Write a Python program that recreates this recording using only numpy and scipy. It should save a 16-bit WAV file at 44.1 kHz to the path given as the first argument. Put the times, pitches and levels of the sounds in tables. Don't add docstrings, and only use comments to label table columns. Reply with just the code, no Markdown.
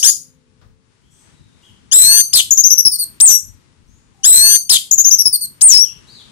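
import sys
import numpy as np
from scipy import signal
from scipy.fft import rfft, irfft, next_fast_len
from scipy.io import wavfile
from scipy.ndimage import uniform_filter1d, minimum_filter1d

SR = 44100
rng = np.random.default_rng(int(sys.argv[2]) if len(sys.argv) > 2 else 0)


def generate_wav(signal):
    frames = np.transpose(np.atleast_2d(signal))
    scaled = np.clip(frames, -1, 1) * 32767
    pcm = np.round(scaled).astype(np.int16)
    wavfile.write(sys.argv[1], SR, pcm)


N = 278271
LEAD = SR // 4
T = np.arange(-LEAD, N) / SR


def undb(db):
    return 10 ** (np.asarray(db) / 20)


def colour(x, points):
    hz, db = np.transpose(points)
    size = next_fast_len(x.shape[-1])
    f = np.maximum(np.fft.rfftfreq(size, 1 / SR), 1)
    gain = undb(np.interp(np.log(f), np.log(hz), db))
    return irfft(rfft(x, size) * gain, size)[..., :x.shape[-1]]


def walk(t, rate):
    knots = np.arange(t[0], t[-1] + 1 / rate, 1 / rate)
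    return np.interp(t, knots, rng.standard_normal(len(knots)))


def gate(t, edge):
    nearest_end = np.minimum(t - t[0], t[-1] - t)
    return np.sin(np.pi / 2 * np.clip(nearest_end / edge, 0, 1)) ** 2


def tone(hz, second_db, third_db):
    phase = 2 * np.pi * np.cumsum(hz) / SR
    whistle = 0
    for k, db in enumerate((0, second_db, third_db), 1):
        treble_fade = np.clip((SR / 2 - k * hz) / (SR / 10), 0, 1)
        whistle = whistle + undb(db) * treble_fade * np.sin(k * phase)
    return whistle


def hiss():
    air = colour(rng.standard_normal(len(T)),
                 [(1500, -25), (3000, -30), (6000, 2.5), (9000, -1), (13000, -13), (16000, -22.5)])
    return air / air.std()


def echoes(x, t60, delay):
    t = np.arange(SR) / SR
    response = rng.standard_normal((2, SR)) * np.exp(-np.log(1000) * t / t60) * (t > delay)
    response /= np.sqrt(np.sum(response ** 2, axis=1, keepdims=True))
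    return signal.fftconvolve(x[None], response, axes=1)[:, :len(x)]


# pitch_hz, relative level_db
HUM_SPECTRUM = [(18, -48), (30, -7), (113, 1), (216, -5), (247, -6.5), (328, -10.5), (597, -22), (680, -22),
                (754, -27.5), (815, -18.5), (5880, -26), (10200, -28), (15000, -48.5)]
# time_s, relative level_db
HUM_LEVEL = [(0, -65), (.9, -69.5), (1.3, -61.5), (2.2, -62), (3.3, -59.5), (3.9, -65.5), (5, -63),
             (6.31, -57.5)]
# mean pitch_hz, relative level_db
ENGINE_TONES = [(150.7, -72), (247.6, -70), (441.4, -74.5), (532.9, -78.5)]
# time_s, relative level_db
ENGINE_LEVEL = [(0, 8), (.8, 1.5), (1.2, -12.5), (6.31, 2)]


def town(level_db=6, right_db=-7, flicker_db=2, drone_db=6, swell_db=2):
    hum = colour(rng.standard_normal((2, len(T))), HUM_SPECTRUM)
    hum = colour(hum / hum.std(), [(5000, 7), (10000, 4.5), (13000, -19.5)])
    rumble = colour(hum, [(250, 3.5), (900, -33)])
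    traffic_hiss = hum - rumble
    hum = rumble * undb(flicker_db * walk(T, 30)) + traffic_hiss * undb(swell_db * walk(T, 5.9))
    hum = hum * undb(np.interp(T, *np.transpose(HUM_LEVEL)) + level_db)
    drone = np.zeros(len(T))
    for hz, db in ENGINE_TONES:
        loudness = undb(db + 2 * walk(T, 4.3))
        wandering_hz = hz * (1 + 0.036 * walk(T, 6.3))
        drone += loudness * np.sin(2 * np.pi * np.cumsum(wandering_hz) / SR)
    drone = drone * undb(np.interp(T, *np.transpose(ENGINE_LEVEL)) + drone_db)
    return (hum + drone) * undb([[0], [right_db]])


# peak time_s, spread_s to either side, level_db
BREEZE_PUFFS = [(.68, 0.064, -45), (1.57, 0.023, -64), (3.501, 0.062, -39), (3.898, 0.099, -45),
                (5.975, 0.029, -64)]


def breeze(right_db=-12):
    air = colour(rng.standard_normal((2, len(T))),
                 [(20, -17), (55, -2), (100, -4), (200, -31.5), (1000, -56)])
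    swell = sum(undb(db) * np.exp(-((T - s) / spread) ** 2) for s, spread, db in BREEZE_PUFFS)
    return air / air.std() * swell * undb([[0], [right_db]])


# start_s, level_db
CAGE_KNOCKS = [(0.614, -51)]


def knocks(decay=0.053, right_db=-7):
    wood = colour(rng.standard_normal((2, len(T))),
                  [(300, 1), (1200, 5), (3000, -7.5), (5500, -6), (8000, -25)])
    blows = sum(undb(db) * (T > s) * np.exp(-np.abs(T - s) / decay) for s, db in CAGE_KNOCKS)
    return wood / wood.std() * blows * undb([[0], [right_db]])


def notes(table, crest=0.21, warble_hz=185, scoop_db=-7, fade_db=-4, jitter=0.011, throb_hz=60,
          air_db=-36, snap_db=-34, breathy=0.057, edge=0.0042):
    out, air = np.zeros(len(T)), hiss()
    for s, length, start_hz, crest_hz, end_hz, db, second_db, third_db, warble in table:
        on = (T >= s) & (T <= s + length)
        t = T[on] - s
        swing = warble * np.sin(2 * np.pi * warble_hz * t + .5 * walk(t, 100))
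        glide = np.interp(t / length, [0, crest, 1], [start_hz, crest_hz, end_hz])
        hz = glide * (1 + jitter * walk(t, 1300)) + swing
        contour_db = np.interp(t / length, [0, crest, .5, 1], [scoop_db, 0, 0, fade_db])
        effort_db = db + contour_db + swing / throb_hz
        snap = undb(snap_db) * (1 - gate(t, 2 * edge))
        rush = (undb(air_db) + snap) * undb(breathy * db) * air[on]
        out[on] += gate(t, edge) * undb(effort_db) * tone(hz, second_db, third_db) + rush
    return out


# start_s, length_s, start_hz, crest_hz, end_hz, relative level_db
DISTANT_CALLS = [(1.013, 0.2, 2993, 3280, 3290, -62.5), (1.105, .15, 7275, 8280, 8050, -53.5),
                 (1.11, 0.13, 5710, 6140, 5970, -57.5), (1.324, 0.34, 3900, 3760, 3640, -62.5),
                 (1.621, 0.088, 2650, 3350, 2892, -46.5), (3.87, 0.13, 5785, 6330, 7190, -57),
                 (4.138, 0.28, 808, 782, 750, -54), (5.825, .085, 3420, 3270, 2580, -38.5),
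                 (6.07, .16, 3720, 4684, 3135, -39)]


def far_birds(direct_db=-3, right_db=-6, second_db=-28, third_db=-43, warble_share=0.041):
    table = [(s, length, start_hz, crest_hz, end_hz, db, second_db, third_db, warble_share * crest_hz)
             for s, length, start_hz, crest_hz, end_hz, db in DISTANT_CALLS]
    calls = notes(table, crest=0.29, warble_hz=70.1, scoop_db=-1, fade_db=-0.5, jitter=.012,
                  throb_hz=203, air_db=-29, snap_db=-41.5, breathy=0.71, edge=0.013)
    heard = undb(direct_db) * calls + echoes(calls, 0.59, 0.001436)
    return heard * undb([[0], [right_db]])


def sung(shape, events):
    t, hz, db, octave_db, rasp = np.transpose(shape)
    return [np.column_stack([s + stretch * t, pitch * hz, db + level_db, octave_db, rasp])
            for s, stretch, pitch, level_db in events]


def syrinx(gestures, flutter_hz=165, flutter=.08, jitter=0.082, shimmer_db=5.5, third_db=-19,
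           edge_db=12, air_db=-11, waver=.004):
    out, air = np.zeros(len(T)), hiss()
    for gesture in gestures:
        s, *columns = np.transpose(gesture)
        on = (T >= s[0]) & (T <= s[-1])
        t = T[on]
        hz, db, octave_db, rasp = (np.interp(t, s, c) for c in columns)
        shake = flutter * np.sin(2 * np.pi * flutter_hz * t) + jitter * walk(t, 1800)
        hz = hz * (1 + waver * walk(t, 70) + rasp * shake)
        whistle = tone(hz, octave_db, octave_db + third_db + edge_db * rasp)
        rush = undb(air_db) * rasp * np.hypot(1, undb(octave_db)) * air[on]
        loudness = undb(db + shimmer_db * rasp * walk(t, 2500))
        out[on] += gate(t, 0.0014) * loudness * (whistle + rush)
    return out


# relative level_db, relative octave_db, rasp (0-1)
SLUR_STAGES = [(-27, 10, 0.9), (2, -21.5, 0.5), (2, -24.5, .17), (9, -21, 0), (6.5, -22.5, .24),
               (0.5, -1.5, 0), (-2.5, -4, 0.05)]


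def slur(s, hold, fall, tail, trough_hz, end_hz, arch_db, tail_db, tail_octave_db,
         start_hz=2998, crest_hz=8680, rise=.017, fall_power=1.7, release=0.024, release_db=-8.5):
    stages = s + np.cumsum([0, rise / 2, rise / 2, hold, fall / 2, fall / 2, tail])
    onset, _, crest, turn, mid_fall, trough, end = stages
    t = T[(T >= onset) & (T <= end)]
    arch_hz = np.interp(t, [onset, crest], [start_hz, crest_hz])
    tail_hz = np.interp(t, [trough, end], [trough_hz, end_hz])
    hz = tail_hz + (arch_hz - tail_hz) * np.interp(t, [turn, trough], [1, 0]) ** fall_power
    db, octave_db, rasp = (np.interp(t, stages, c) for c in np.transpose(SLUR_STAGES))
    settled = np.interp(t, [mid_fall, trough], [0, 1])
    db = db + (1 - settled) * arch_db + settled * tail_db
    db = db + np.interp(t, [end - release, end], [0, release_db])
    return np.column_stack([t, hz, db, octave_db + settled * tail_octave_db, rasp])


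# crest_hz, start / crest ratio, end / crest ratio, second_db, third_db, warble depth_hz
TRILL_VOICE = [(4915, .94, .9, 1, -5.5, 45), (5535, .91, .935, -13.5, -12, 91),
               (5890, .86, .95, -13, -34, 205), (6170, .8, 1.03, -24, -35, 255),
               (6310, 0.99, 1.06, -19.5, -34, 310)]


def trill_note(s, length, crest_hz, db):
    register_hz, *columns = np.transpose(TRILL_VOICE)
    start, end, second_db, third_db, warble = (np.interp(crest_hz, register_hz, c) for c in columns)
    return s, length, start * crest_hz, crest_hz, end * crest_hz, db, second_db, third_db, warble


# time_s into the syllable, pitch_hz, relative level_db, octave_db against the fundamental, rasp (0-1)
CHIRP_LOW = [(0, 2875, -10, 5, 0.43), (.009, 3188, -10, 6, 0.36), (.026, 3924, -12, 13.5, 0.27),
             (.047, 4847, -9, -1.5, 0.42), (.059, 4963, -3, -4, 0.1), (.075, 5010, -13.5, -2, .5)]
CHIRP_HIGH = [(.014, 4966, -2.5, -28.5, 0.23), (.028, 5623, 2, -19.5, 0.18), (.05, 6710, 2, -17.5, 0.28),
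              (.076, 6700, -1, -15.5, .14)]
WHISTLE_LOW = [(0, 2840, -30.5, 8.5, .2), (.015, 3306, -3.5, 6, .27), (.03, 3735, 6, 13.5, .13),
               (.052, 4028, -6, 15, .04), (.1, 4002, -6, 13, 0.024), (.14, 4097, -4, 0, 0.09),
               (.225, 4440, -1.5, -4, 0.045), (.3, 4540, -2.5, 1.5, .06), (.32, 4410, -16, 6.5, .2)]
WHISTLE_HIGH = [(.004, 4264, -32, 2, .2), (.023, 5154, 13, -10, .19), (.04, 5770, -15.5, -19, .4),
                (.115, 6126, -12.5, -8.5, 1), (.187, 5955, -14, -7, .16), (.228, 6204, -3.5, -10.5, .15),
                (.308, 6200, 3, -14.5, 0.13), (.318, 6820, -15.5, -27.5, 0.097)]
CHACK_SHAPE = [(0, 2505, -24, -0.5, 0.75), (.008, 3492, -7.5, 8.5, .5), (.011, 5035, 8, -10.5, .32),
               (.019, 5190, -5, -11.5, 0.35), (.029, 4472, 8, -4, .75), (.048, 3830, -8.5, 1, .9),
               (.07, 3417, -3, -6, .7), (.083, 3020, -3, -12.5, 0.42)]
FLICK_SHAPE = [(0, 7545, -10, -28, .05), (.004, 6987, 3, -25, 0.073), (.011, 5600, 1, -11, .05)]
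# start_s, stretch ratio, pitch ratio, added level_db
CHIRP_TIMES = [(-.082, 0.81, 0.96, 0), (.028, 1.0, 1.0, 2)]
WHISTLE_TIMES = [(1.913, .953, .999, 0), (4.233, 1.053, 1.002, 0)]
CHACK_TIMES = [(2.328, 0.98, 1.0, 0.0037), (4.691, 1, 1.003, 0)]
FLICK_TIMES = [(2.506, 0.82, 1.0, 0), (4.91, 0.82, 1.0, 0.0046)]
# start_s, hold_s, fall_s, tail_s, trough_hz, end_hz,
# added arch level_db, added tail level_db, added tail octave_db
SLUR_TIMES = [(3.201, .03, 0.07, .07, 5817, 5816, 4.5, -5, -7),
              (5.609, .045, .081, 0.1, 5212, 5890, -1, 0.5, -20)]
# start_s, length_s, crest_hz, relative level_db
TRILL_NOTES = [(2.511, 0.031, 6417, 2.5), (2.572, 0.043, 6250, 1.5), (2.636, .044, 6110, 5),
               (2.702, 0.042, 6000, 2.5), (2.776, .038, 5898, 0.5), (2.849, .038, 5502, 2),
               (2.914, 0.053, 4750, -15.5), (2.985, 0.06, 4637, -15.5), (4.918, .032, 6520, -0.5),
               (4.978, .042, 6325, 1.5), (5.043, 0.057, 6195, 0), (5.108, .046, 6086, 3.5),
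               (5.184, .042, 5758, -2.5), (5.252, .033, 5433, -1), (5.325, 0.043, 4734, -10),
               (5.408, .053, 4603, -19)]


def thrush(coupling_db=-26):
    low_gestures = sung(CHIRP_LOW, CHIRP_TIMES) + sung(WHISTLE_LOW, WHISTLE_TIMES)
    low_gestures += sung(CHACK_SHAPE, CHACK_TIMES) + [slur(*row) for row in SLUR_TIMES]
    high_gestures = sung(CHIRP_HIGH, CHIRP_TIMES) + sung(WHISTLE_HIGH, WHISTLE_TIMES)
    high_gestures += sung(FLICK_SHAPE, FLICK_TIMES)
    low, high = syrinx(low_gestures), syrinx(high_gestures)
    trill = notes([trill_note(*row) for row in TRILL_NOTES])
    song = low + high + undb(coupling_db) * low * high + trill
    return colour(song, [(300, -15), (1800, -6.5), (3000, -1.5), (12500, 3), (16000, -3)])


# pitch_hz, relative level_db
RIGHT_MICROPHONE = [(1000, -12.5), (3000, -7.5), (4500, -7.5), (6200, -13.5), (8000, -6), (9500, -1),
                    (13000, 3), (15500, -14)]


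def near_song(cage_db=-12, cage_right_db=-6, balcony_db=-15, balcony_right_db=-11, right_db=-2):
    song = thrush()
    direct = np.array([np.roll(song, 4), song])
    cage = undb([[cage_db], [cage_right_db]]) * echoes(song, 0.09, 0.00047)
    balcony = undb([[balcony_db], [balcony_right_db]]) * echoes(song, 0.27, 0.015)
    left, right = direct + cage + balcony
    return np.array([left, undb(right_db) * colour(right, RIGHT_MICROPHONE)])


def scene():
    return (town() + breeze() + knocks() + far_birds() + near_song())[:, LEAD:]


def record(dry, ceiling=1.67, hold=0.0012, rail=0.97, top_hz=15600):
    size = max(int(hold * SR), 1)
    peak = np.abs(dry).max(axis=0)
    gain = minimum_filter1d(ceiling / np.maximum(peak, ceiling), size)
    gain = uniform_filter1d(gain, size)
    clipped = np.clip(dry * gain, -rail, rail)
    return signal.sosfilt(signal.ellip(8, .2, 60, top_hz, fs=SR, output="sos"), clipped)


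dry = scene()
out = record(dry)
generate_wav(out)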